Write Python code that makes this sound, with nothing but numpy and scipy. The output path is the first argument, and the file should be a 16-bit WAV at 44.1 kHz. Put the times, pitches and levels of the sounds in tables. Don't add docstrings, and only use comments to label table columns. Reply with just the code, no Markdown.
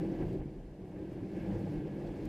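import sys
import numpy as np
from scipy import signal
from scipy.fft import rfft, irfft
from scipy.io import wavfile
from scipy.ndimage import uniform_filter1d

SR = 44100
rng = np.random.default_rng(int(sys.argv[2]) if len(sys.argv) > 2 else 0)


def wav_record(signal):
    frames = np.transpose(np.atleast_2d(signal))
    bounded = np.clip(frames, -1, 1)
    quanta = np.round(bounded * 32767).astype(np.int16)
    wavfile.write(sys.argv[1], SR, quanta)


N = 100680


def from_db(db):
    return 10 ** (np.asarray(db) / 20)


def rms_one(x):
    return x / np.sqrt(np.mean(x ** 2) + 1e-20)


def in_time(rows):
    times, *columns = np.transpose(rows)
    return [np.interp(np.arange(N) / SR, times, column) for column in columns]


def drift(corner_hz):
    step = 40
    pole = np.exp(-2 * np.pi * corner_hz * step / SR)
    noise = rng.standard_normal(N // step + 2002)
    slow = signal.lfilter([1], [1, -2 * pole, pole * pole], noise)[2000:]
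    return np.interp(np.arange(N) / step, np.arange(len(slow)), rms_one(slow))


def coloured(spectrum, flicker_db, fall_db):
    hz, db = np.transpose(spectrum)
    low, high = np.log2(hz[0]), np.log2(hz[-1])
    octave = np.log2(np.fft.rfftfreq(N, 1 / SR) + 1)
    outside = np.maximum(low - octave, 0) + np.maximum(octave - high, 0)
    gain_db = np.interp(octave, np.log2(hz), db) - fall_db * outside
    shaped = rfft(rng.standard_normal(N)) * from_db(gain_db)
    out, together = 0, drift(27.0)
    for centre in np.arange(low - 1, high + 1, .5):
        band = np.cos(np.pi * np.clip(octave - centre, -.5, .5)) ** 2
        wander = 0.17 * together + drift(35.0)
        out = out + irfft(shaped * band, N) * from_db(flicker_db * wander)
    return rms_one(out)


STEADINESS = .45


def resonance(pitch_hz, width_hz):
    pole = np.exp(-np.pi * width_hz / SR)
    x = rng.standard_normal(N + SR // 4)
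    for _ in range(2):
        x = signal.lfilter([1, 0, -1], [1, -2 * pole * np.cos(2 * np.pi * pitch_hz / SR), pole * pole], x)
    x = rms_one(x[-N:])
    power = uniform_filter1d(x ** 2, size=int(2 * SR / pitch_hz))
    return rms_one(x / (power + 0.035) ** (STEADINESS / 2))


def peaks(table):
    return sum(from_db(db) * resonance(hz, width) for hz, width, db in table)


# pitch_hz, relative level_db (per Hz)
WIND_SPECTRUM = [(2000, -20), (3400, -1.5), (4230, -1), (4610, -0.5), (5910, -6.5), (12500, -14.5),
                 (15000, -13.5)]


def wind(level_db):
    return from_db(level_db - 0.2) * coloured(WIND_SPECTRUM, flicker_db=1.47, fall_db=40.0)


# pitch_hz, width_hz (one pass), level_db (against the ring curve)
GLASS_RINGS = [(1585, 72, -5), (1702, 46, -4.5), (1941, 41, -9), (2190, 75, -8), (2670, 230, -13.5)]


def windscreen_ring(level_db):
    return from_db(level_db) * peaks(GLASS_RINGS)


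# pitch_hz, relative level_db (per Hz)
TYRE_SPECTRUM = [(820, -42), (1400, -3), (1690, -2.5), (2100, -0.5), (2730, -3), (3400, -9.5), (4420, -34),
                 (7480, -120)]


def tyres(level_db):
    return from_db(level_db + 0.8) * coloured(TYRE_SPECTRUM, flicker_db=1.33, fall_db=40.0)


# start_s, level_db (rms at the start), pitch_hz (band centre), width_octaves
TICKS = [(2.0625, -68, 4500, .4), (2.067, -64, 3400, 1.1), (2.0735, -61.5, 3900, .7),
         (2.079, -65, 3000, .7), (2.2538, -58.5, 6000, 2.8)]
TICK_DECAY_S = .028


def ticks():
    out, t = np.zeros(N + SR), np.arange(SR // 20) / SR
    for start_s, level_db, pitch_hz, width_octaves in TICKS:
        edges = pitch_hz * 2 ** (width_octaves * np.array([-.5, .5]))
        edges = np.clip(edges, 100, .45 * SR)
        band = signal.butter(2, edges, "band", fs=SR, output="sos")
        burst = rms_one(signal.sosfilt(band, rng.standard_normal(len(t))))
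        start = int(start_s * SR)
        out[start:start + len(t)] += from_db(level_db - 60 * t / TICK_DECAY_S) * burst
    return out[:N]


# pitch_hz, relative level_db (per Hz)
MID_SPECTRUM = [(270, -44), (460, 0.5), (517, -0.5), (661, -8.5), (793, -9.5), (1290, -28), (1400, -32),
                (1820, -28), (3080, -120)]


def mid_roar(level_db):
    return from_db(level_db + 0.14) * coloured(MID_SPECTRUM, flicker_db=0.6, fall_db=48.0)


# time_s, level_db (before the boom's overall level)
BOOM_LEVELS = [(0.02, -55), (0.19, -44), (0.24, -34.5), (0.33, -49), (0.39, -33), (0.55, -53.5),
               (0.57, -40), (0.74, -44), (0.77, -55.5), (1.28, -49), (1.29, -62), (1.55, -42), (1.7, -57),
               (1.78, -37), (1.85, -67), (2.1, -45), (2.17, -65), (2.26, -41)]
BOOM_HZ, BOOM_WIDTH_HZ, BOOM_DB = 41, 20, -5


def body_boom():
    level_db, = in_time(BOOM_LEVELS)
    return from_db(level_db + BOOM_DB) * resonance(BOOM_HZ, BOOM_WIDTH_HZ)


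# pitch_hz, width_hz (one pass)
CABIN_HUMS = [(99, 12.6), (138, 19), (154, 17.2), (178, 19.8), (197, 14.9), (305, 56)]
# time_s, then level_db of each hum in turn (before overall level and throb)
HUM_LEVELS = [(0.02, -65, -62, -41, -43, -41, -40), (0.11, -64, -44, -59, -62, -39, -44),
              (0.18, -57, -61, -58, -43.5, -50, -44), (0.23, -50, -40.5, -44, -47, -49, -39),
              (0.28, -41, -39.5, -48, -44, -42, -49), (0.35, -51.5, -46, -68, -49, -44, -43),
              (0.43, -52, -54.5, -58, -57, -46.5, -47), (0.48, -60, -52.5, -52, -53.5, -49, -53.5),
              (0.68, -58.5, -62.5, -70, -58.5, -69, -55.5), (0.81, -59.5, -54.5, -62, -53, -55, -51),
              (1.21, -46, -49.5, -56.5, -58, -48.5, -48.5), (1.32, -59.5, -64, -60, -46, -48, -49),
              (1.4, -52.5, -47, -49, -50.5, -51.5, -47), (1.52, -45, -58, -43.5, -51, -37.5, -46),
              (1.56, -42, -49, -47, -53, -49, -45.5), (1.62, -44, -54, -41, -45, -41.5, -46.5),
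              (1.73, -48.5, -57, -40.5, -55, -51, -39), (1.77, -59, -48.5, -46, -55.5, -49.5, -43),
              (2.05, -54, -44.5, -50, -49, -48, -49.5), (2.11, -54, -55, -55, -53, -46, -45.5),
              (2.19, -49, -42.5, -48, -52, -50.5, -53), (2.27, -57, -61, -61, -49, -40.5, -40)]
HUMS_DB = -1
THROB_SPAN_S, THROB_SHARE = 0.34, 0.38


def cabin_hums(low_db):
    throb_db = THROB_SHARE * (low_db - uniform_filter1d(low_db, int(THROB_SPAN_S * SR)))
    out = 0
    for (pitch_hz, width_hz), level_db in zip(CABIN_HUMS, in_time(HUM_LEVELS)):
        out = out + from_db(level_db + HUMS_DB + throb_db) * resonance(pitch_hz, width_hz)
    return out


# pitch_hz, relative level_db (per Hz)
ROAD_SPECTRUM = [(15, -26), (25, -19), (62, -8), (80, -12.5), (120, -5.5), (189, -4.5), (240, -8.5),
                 (335, -1.5), (417, -14), (460, -19), (600, -32.5), (1010, -120)]
# pitch_hz, width_hz (one pass), level_db (against its curve)
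PANEL_RESONANCES = [(29.6, 64, -36.5), (67.8, 36, -29.5), (358, 75, -11.5), (383.6, 26, -17)]


def road_roar(level_db):
    bed = from_db(-3.5) * coloured(ROAD_SPECTRUM, flicker_db=0.9, fall_db=22.0)
    return from_db(level_db) * (bed + peaks(PANEL_RESONANCES))


# time_s, low_roar_db, mid_roar_db, tyre_hiss_db, windscreen_ring_db, wind_hiss_db
ROAR_LEVELS = [(0.02, -35.5, -48.5, -65, -66.5, -71), (0.1, -36, -49.5, -67, -70, -72),
               (0.12, -35.5, -47.5, -67, -70, -71.5), (0.17, -39.5, -49.5, -65.5, -64, -73),
               (0.22, -33, -45.5, -64.5, -62, -71), (0.27, -41, -51.5, -66.5, -68, -72),
               (0.35, -35.5, -51.5, -68.5, -73, -73.5), (0.43, -45.5, -53.5, -72, -71, -80),
               (0.44, -41, -62, -72, -74, -79), (0.47, -40, -55, -72.5, -82, -81),
               (0.5, -45, -57, -74.5, -78.5, -81), (0.77, -50, -59.5, -77, -78, -84),
               (0.85, -42, -55, -74, -83, -81), (0.87, -49, -57.5, -76.5, -79, -80.5),
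               (1.0, -41, -52.5, -70, -74, -78.5), (1.07, -42.5, -57, -72, -71, -78.5),
               (1.13, -43, -51, -69, -75, -73.5), (1.16, -43.5, -54.5, -68, -74, -78),
               (1.26, -37.5, -52.5, -71.5, -75, -76), (1.28, -43.5, -57, -70, -72, -75.5),
               (1.38, -35, -48.5, -66, -64, -71.5), (1.41, -37, -50.5, -66, -62, -71.5),
               (1.52, -38, -47, -63.5, -69.5, -71.5), (1.55, -36.5, -46.5, -66, -66, -71),
               (1.65, -40, -52.5, -66, -68, -72), (1.68, -42, -45.5, -66, -71, -71),
               (1.7, -41.5, -54.5, -66, -74, -70.5), (1.74, -37.5, -48, -66.5, -64.5, -70.5),
               (1.83, -41.5, -54, -68, -70, -76.5), (1.88, -36.5, -49, -66, -72, -74),
               (1.9, -41.5, -52, -69.5, -68.5, -75.5), (2.08, -40.5, -48.5, -67, -69, -72),
               (2.1, -40.5, -50.5, -68.5, -71, -74), (2.24, -38, -50.5, -65.5, -73, -71.5)]


def cabin():
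    low_db, mid_db, tyre_db, ring_db, wind_db = in_time(ROAR_LEVELS)
    high = wind(wind_db) + windscreen_ring(ring_db) + tyres(tyre_db)
    low = mid_roar(mid_db) + body_boom() + cabin_hums(low_db) + road_roar(low_db)
    return high + low


def scene():
    return (cabin() + ticks()) * np.ones((2, 1))


# pitch_hz, relative level_db (per Hz)
HISS_SPECTRUM = [(60, -14), (125, -16), (250, -18), (500, -6), (1000, 3), (2000, -1.5), (4000, -3.5),
                 (8000, -9), (12000, -11), (15000, -27)]
HISS_DB = -76


def channel_hiss():
    hiss = [coloured(HISS_SPECTRUM, flicker_db=1.0, fall_db=0.0) for _ in range(2)]
    return from_db(HISS_DB) * np.array(hiss)


DROP_START_S, DROP_LENGTH_S, DROP_RETURN_S = .4106, .0043, .0006
DROP_SETTLE_S, DROP_REST = .0008, -.006
BUMP_HEIGHT, BUMP_LENGTH_S = .019, .0028


def dropout(sound):
    out = sound.copy()
    start = int(DROP_START_S * SR)
    t = np.arange(int((DROP_LENGTH_S + DROP_RETURN_S) * SR)) / SR
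    gap = slice(start, start + len(t))
    held = DROP_REST + (out[:, start:start + 1] - DROP_REST) * np.exp(-t / DROP_SETTLE_S)
    back = np.sin(np.pi / 2 * np.clip((t - DROP_LENGTH_S) / DROP_RETURN_S, 0, 1)) ** 2
    out[:, gap] = (1 - back) * held + back * out[:, gap]
    end = start + int(DROP_LENGTH_S * SR)
    swing = np.arange(int(BUMP_LENGTH_S * SR)) / SR
    out[:, end:end + len(swing)] += BUMP_HEIGHT * np.sin(np.pi * swing / BUMP_LENGTH_S)
    return out


CUTOFF_HZ = 15100


def record(dry):
    out = dropout(dry + channel_hiss())
    top_cut = signal.ellip(12, .3, 70, CUTOFF_HZ, fs=SR, output="sos")
    return signal.sosfilt(top_cut, out)


dry = scene()
out = record(dry)
wav_record(out)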